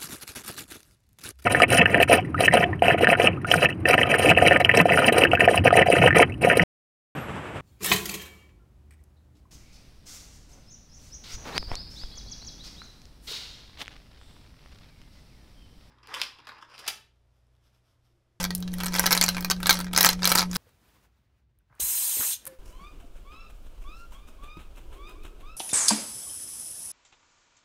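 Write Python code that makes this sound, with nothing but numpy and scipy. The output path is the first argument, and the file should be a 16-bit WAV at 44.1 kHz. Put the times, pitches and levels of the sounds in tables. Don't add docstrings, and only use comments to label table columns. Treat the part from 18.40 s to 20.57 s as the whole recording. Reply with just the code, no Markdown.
import sys
import numpy as np
from scipy import signal
from scipy.fft import rfft, irfft
from scipy.io import wavfile
from scipy.ndimage import uniform_filter1d

SR = 44100
rng = np.random.default_rng(int(sys.argv[2]) if len(sys.argv) > 2 else 0)


def boost(x):
    u = np.asarray(x, float) / 20
    return 10 ** u


def inscribe(sig):
    pcm = np.round(np.clip(np.atleast_2d(sig).T, -1, 1) * 32767)
    wavfile.write(sys.argv[1], SR, pcm.astype(np.int16))


N = 95608

CLACK_TIME = np.arange(1200) / SR
CAP_LOW_HZ = 8000


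def unit(x):
    return x / np.sqrt(np.mean(x ** 2))


def band(x, low_hz, high_hz):
    return signal.sosfilt(signal.butter(2, [low_hz, high_hz], "band", fs=SR, output="sos"), x)


def ring(mode_hz, mode_db, t60_s):
    modes = boost(mode_db)[:, None] * np.sin(2 * np.pi * mode_hz[:, None] * CLACK_TIME)
    x = modes.sum(0) * 1000. ** (-CLACK_TIME / t60_s)
    return x / np.sqrt(np.mean(x[:176] ** 2))


def tubes():
    # (time [s], tube level [dB], board level re tube [dB], cap level re tube [dB],
    # pitch [Hz])
    main_impacts = [(0.0296, -34.5, -5, 0, 5980), (0.041, -24.5, -3.5, -3.5, 4500),
                    (0.1063, -29.5, -2, -9, 4440), (0.1503, -33, -21, 8.5, 5280),
                    (0.2039, -54, -12, 11.5, 14130), (0.226, -38, -7.5, -12, 3970),
                    (0.278, -41, -5.5, -12, 3940), (0.333, -46, -3, -1, 13670), (0.3389, -39.5, -25, 2.5, 1960),
                    (0.403, -34.5, 2.5, -6.5, 3380), (0.4349, -32, 2.5, -1, 4330), (0.4446, -36, 0, 0, 8940),
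                    (0.4594, -31, -6, -1, 11400), (0.4644, -30.5, -1, 0, 4020), (0.483, -34, -2.5, -12, 5340),
                    (0.5411, -30.5, 0, -2.5, 4500), (0.5513, -27.5, 1, -12, 5200), (0.5877, -34, -14, -11, 6080),
                    (0.5948, -19.5, 0, 3.5, 12100), (0.6398, -33, 9, -7, 5460), (0.6589, -24, 2, -3.5, 4030),
                    (0.6733, -30, 7.5, -13, 3400),
                    (0.7082, -23, 0, -4, 5320), (0.7214, -23.5, 3, 3, 13480), (0.7277, -17, -8.5, -5.5, 5190),
               (0.7502, -25, 0.5, 0.5, 6860), (0.7676, -31.5, 4.5, 1, 5360), (0.7762, -20, -7, -5, 4020),
               (0.8126, -18, -4, -1.5, 4580), (0.826, -20, -7, -23, 7060), (0.839, -17.5, -4.5, -5, 6950),
               (0.863, -27, -10, -7, 4530), (0.882, -25, -2, -18, 5500), (0.8889, -19.5, -9.5, -3, 4100),
               (0.9469, -33.5, -3.5, -13, 5160), (0.968, -38.5, 11.5, -2, 4120),
               (0.9814, -40.5, 11.5, -1, 4460), (1.0077, -37.5, -2, 3.5, 14400),
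               (1.047, -27.5, 1, -2.5, 4250), (1.1006, -22, -3, -7, 5340), (1.1085, -22.5, 0, -6.5, 6600),
               (1.1138, -18, -7.5, -8.5, 4520), (1.203, -52, 11, 7, 14400),
                    (1.2305, -30, -2, -5, 3570), (1.2588, -22, -5, -17, 4200), (1.2694, -22.5, -1.5, 0.5, 4000),
                (1.2939, -13.5, 1.5, -27, 4420), (1.298, -20.5, -24, 2, 4400),
                (1.308, -13.5, -4, -6.5, 4150), (1.3902, -36.5, 3.5, 1.5, 4090), (1.4445, -40, 0, -5, 5570),
                (1.5352, -32, -0.5, -5.5, 3380), (1.563, -18.5, -6.5, -13, 5010),
                (1.5764, -16.5, -1, 1, 9500), (1.5853, -18, -2.5, -8, 5400), (1.6079, -18.5, -6, -1, 5000),
                (1.6296, -19, -8.5, 1, 5680), (1.6403, -22.5, 4.5, -7, 5920), (1.6464, -18, -2, -8, 5020),
                (1.6566, -18.5, -12, -2, 12600), (1.6612, -15, -7, -4, 6140),
                (1.6666, -15.5, -3, -13.5, 4260), (1.676, -26, -17, -10, 7060),
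                (1.6898, -15.5, -7, -3.5, 4110), (1.7022, -24.5, -6.5, -22, 6590),
                    (1.7308, -28.5, -5.5, -9.5, 5280), (1.8214, -33.5, 1, -17, 3640),
               (1.8315, -23, -7, -18, 3800), (1.8439, -22, -3.5, -16, 6160), (1.8543, -18, -7, -0.5, 4100),
               (1.8745, -19, -3.5, 0, 4940), (1.8934, -25, -15, -2, 7800), (1.9019, -25, -5, -2, 8660),
               (1.9175, -20, 2.5, -0.5, 4070), (1.952, -27, 4.5, 6, 10800),
               (1.9552, -18.5, -1, -2.5, 14400), (1.9739, -25, -1, -6, 5640), (1.9792, -22, -4, -5, 4520),
               (1.985, -17.5, -5.5, -9.5, 5520), (1.9929, -16.5, -5, -9, 4990), (2.007, -23, -7, -12, 4730),
               (2.1135, -35.5, -11, -12, 6870), (2.1559, -31.5, -10, -11, 3350),
               (2.1598, -25, -4.5, -8, 5100), (2.166, -34, -6, 4, 13500)]
    # (time [s], tube level [dB], board level re tube [dB], cap level re tube
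    # [dB], pitch [Hz])
    soft_impacts = [(0.011, -35, -5, -10, 5240), (0.0509, -28, 0, -9, 4440), (0.18, -49.5, -19, 4, 13470),
                    (0.3183, -51, -13, -17, 4350), (0.384, -41.5, 0, -0.5, 4300), (0.3921, -49, 7, -7, 3330),
                    (0.4093, -35.5, 0, -5, 3350), (0.5088, -51, 3, -9, 4350), (0.5228, -41, 0, -4, 4150),
                    (0.535, -35.5, 2.5, -10, 4970), (0.5605, -28, -1, -6, 4440), (0.5658, -38, -1, 5, 3000),
                    (0.5745, -45, 1, -1, 4270), (0.5851, -25.5, -6, -19, 4200), (0.632, -34, -9, -5, 5200),
                    (0.6642, -19, -12, -4, 4300), (0.7142, -30.5, 8.5, 3, 3840), (0.7299, -19.5, -4, -3, 5340),
                    (0.816, -21.5, 0, -18, 4380), (1.0257, -41, -1, -2, 4200), (1.0837, -52, 5, -17, 3280),
                    (1.1648, -45, -3, -15, 4000),
                    (1.328, -25.5, -22, -3.5, 5100), (1.3424, -32.5, -14, -2, 4260),
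                (1.3535, -32, -2, -17, 5700), (1.3713, -34.5, -5, -16, 4500), (1.4027, -32, 0.5, -5, 4500),
                (1.4112, -38, -1, -1, 3450), (1.4681, -46.5, 6.5, -16, 3490),
                (1.4817, -49.5, 3.5, -17, 3980), (1.5129, -60, 13, -15, 3660), (1.5321, -35, -12, -2, 3100),
                (1.5486, -30, -1, -11, 4860), (1.5967, -34, -15, -1, 5200), (1.6097, -19, -2, 2.5, 5440),
                (1.6475, -21, 3.5, 5.5, 2970), (1.7268, -39, 0, -14, 6140), (1.7926, -47.5, 3, -20, 3480),
                (1.9087, -34, -8, -3, 5700), (1.923, -25.5, -7, 2.5, 3980), (2.0176, -32.5, 1.5, -2, 3950),
                (2.0277, -31, 3, -11, 4760), (2.1312, -36.5, -3, -9, 4930), (2.1422, -40, -4, -1, 4700),
                (2.1507, -42, -1, 9.5, 3450)]
    out = np.zeros(N + SR)
    for time_s, *impact in main_impacts + soft_impacts:
        sound, start = clack(*impact), int(time_s * SR)
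        out[start:start + len(sound)] += sound
    return out[:N]


def clack(tube_db, board_db, cap_db, pitch_hz):
    # (frequency [Hz], level [dB])
    drawer_modes = [(450, -14.5), (880, -16.5), (1040, -2), (1330, 1), (1570, 3.5), (1900, -1), (2300, 1.5)]
    u = rng.random((3, 8))
    g = rng.standard_normal((2, 8))
    hiss = rng.standard_normal((2, len(CLACK_TIME)))

    board_hz, board_mode_db = np.transpose(drawer_modes)
    board = ring(board_hz * (1 + 0.045 * g[1, :7]), board_mode_db + 5 * g[0, 1:], t60_s=0.025)

    centre_hz, spread = np.clip(pitch_hz, 3700, 6300), 1.42
    tube_hz = centre_hz * spread ** (2 * u[0] - 1)
    cap_hz = CAP_LOW_HZ * 1.9 ** u[1]
    side_db = -11 + 4 * g[1]
    tube_mode_db, cap_mode_db = side_db, side_db
    if pitch_hz > CAP_LOW_HZ:
        cap_hz, cap_mode_db = np.r_[pitch_hz, cap_hz], np.r_[0, side_db]
    else:
        tube_hz, tube_mode_db = np.r_[pitch_hz, tube_hz], np.r_[0, side_db]
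    tube = ring(tube_hz, tube_mode_db, t60_s=0.016)
    cap = ring(cap_hz, cap_mode_db, t60_s=0.0056)

    crack = contact_noise(u[2], g[1], hiss)
    parts = [(board_db - 2.5, board, 900, 2800),
             (tube_db * 0 - 1, tube, centre_hz / spread, centre_hz * spread),
             (cap_db + 0.5, cap, CAP_LOW_HZ, 13500)]
    body = 0
    for level_db, modes, low_hz, high_hz in parts:
        noise = band(crack, low_hz, high_hz) * np.sqrt(SR / 2 / (high_hz - low_hz))
        body = body + boost(level_db) * (modes + noise)
    contact_s = 0.0001
    return boost(tube_db) * body * np.minimum(CLACK_TIME / contact_s, 1)


def contact_noise(gaps, strengths, hiss):
    crack_s, chatter_s, chatter_db = 0.00088, 0.0055, -6
    snap = np.exp(-CLACK_TIME / crack_s)
    late = (np.cumsum(gaps) * chatter_s * SR / 2).astype(int)
    strength = boost(chatter_db + 3.7 * strengths) * np.exp(-late / SR / chatter_s)
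    rebounds = np.bincount(late, strength, len(CLACK_TIME))
    chatter = np.convolve(rebounds, snap)[:len(CLACK_TIME)]
    return hiss[0] * snap + hiss[1] * chatter


def rummage(clacks):
    # (time [s], level [dB])
    finger_effort = [(0, -39), (.08, -66.5), (.3, -70.5), (0.418, -57.5), (.5, -63.5), (0.558, -46.5),
                     (.9, -52.5), (1.04, -64), (1.19, -67), (1.337, -43.5), (1.501, -79), (1.6, -42.5),
                     (1.71, -45.5), (1.769, -68.5), (1.82, -59), (1.88, -41.5), (2.032, -52),
                     (2.078, -69.5), (2.16, -57)]
    # (frequency [Hz], level [dB])
    heap_modes = [(520, 1), (1000, 4), (1450, 2), (2200, 5), (3100, 4.5), (4200, 3), (5600, 7), (7500, 2.5),
                  (9800, 4.5), (13400, -7.5)]
    ticks_per_s, tick_scatter_db, tick_colour_db = 700, 2, 3
    rattle_s, rattle_db, rustle_db = 0.013, -11, -3

    times, levels = np.transpose(finger_effort)
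    effort = boost(np.interp(np.arange(N) / SR, times, levels))
    u, span = rng.random((2, N)), int(rattle_s * SR)
    ticks = (u[0] < ticks_per_s / SR) * boost(-tick_scatter_db * np.log(u[1] + 1e-3))
    out = 0
    for hz, db in heap_modes:
        colour, slide = rng.standard_normal((2, N))
        edges = hz / 1.17, hz * 1.17
        power = uniform_filter1d(band(clacks, *edges) ** 2, size=span, origin=span // 3)
        shaken = np.sqrt(np.abs(power))
        tick = unit(band(ticks * boost(tick_colour_db * colour), *edges))
        rustle = unit(band(slide, *edges))
        out = out + (boost(db) * effort / 2 + boost(rattle_db) * shaken) * tick
        out = out + boost(db + rustle_db) * effort / 2 * rustle
    return out


def room(x):
    t = np.arange(SR // 3) / SR
    build_s, tail_db = 0.003, -12.5
    noise = rng.standard_normal(len(t)) * np.minimum(t / build_s, 1)
    low = band(noise, 300, 7000) * 1000. 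** (-t / 0.099)
    high = band(noise, 7000, 15000) * 1000. ** (-t / 0.098)
    tail = low + boost(-5) * high
    return x + boost(tail_db) * signal.fftconvolve(x, tail / np.sqrt(np.sum(tail ** 2)))[:N]


def background():
    # (frequency [Hz], level per Hz [dB])
    air_spectrum = [(20, 14), (60, 6.5), (140, -3), (320, -5), (700, -15), (4000, -64), (16000, -80)]
    air_db, hum_hz, hum_db = -43.5, 180.2, -36
    f = np.arange(1, N // 2 + 2) * SR / N
    hz, db = np.transpose(air_spectrum)
    shape = boost(np.interp(np.log(f), np.log(hz), db))
    air = irfft(rfft(rng.standard_normal(N)) * shape, N)
    waver = unit(uniform_filter1d(rng.standard_normal(N), size=6000))
    phase = 2 * np.pi * hum_hz * np.arange(N) / SR + 0.12 * waver
    hum = np.sqrt(2) * np.sin(phase)
    return boost(hum_db + 0.8 * waver[::-1]) * hum + boost(air_db) * unit(air)


def scene():
    clacks = tubes()
    return (room(clacks + rummage(clacks)) + background())[None]


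def band_limit(x):
    return signal.sosfilt(signal.butter(12, 16670, fs=SR, output="sos"), x)


def record(dry):
    rounded = np.tanh(0.84 * dry) / 0.62
    top_cut = signal.ellip(8, .2, 70, 15900, fs=SR, output="sos")
    mix = signal.sosfilt(top_cut, rounded)
    return band_limit(mix)


dry = scene()
out = record(dry)
inscribe(out)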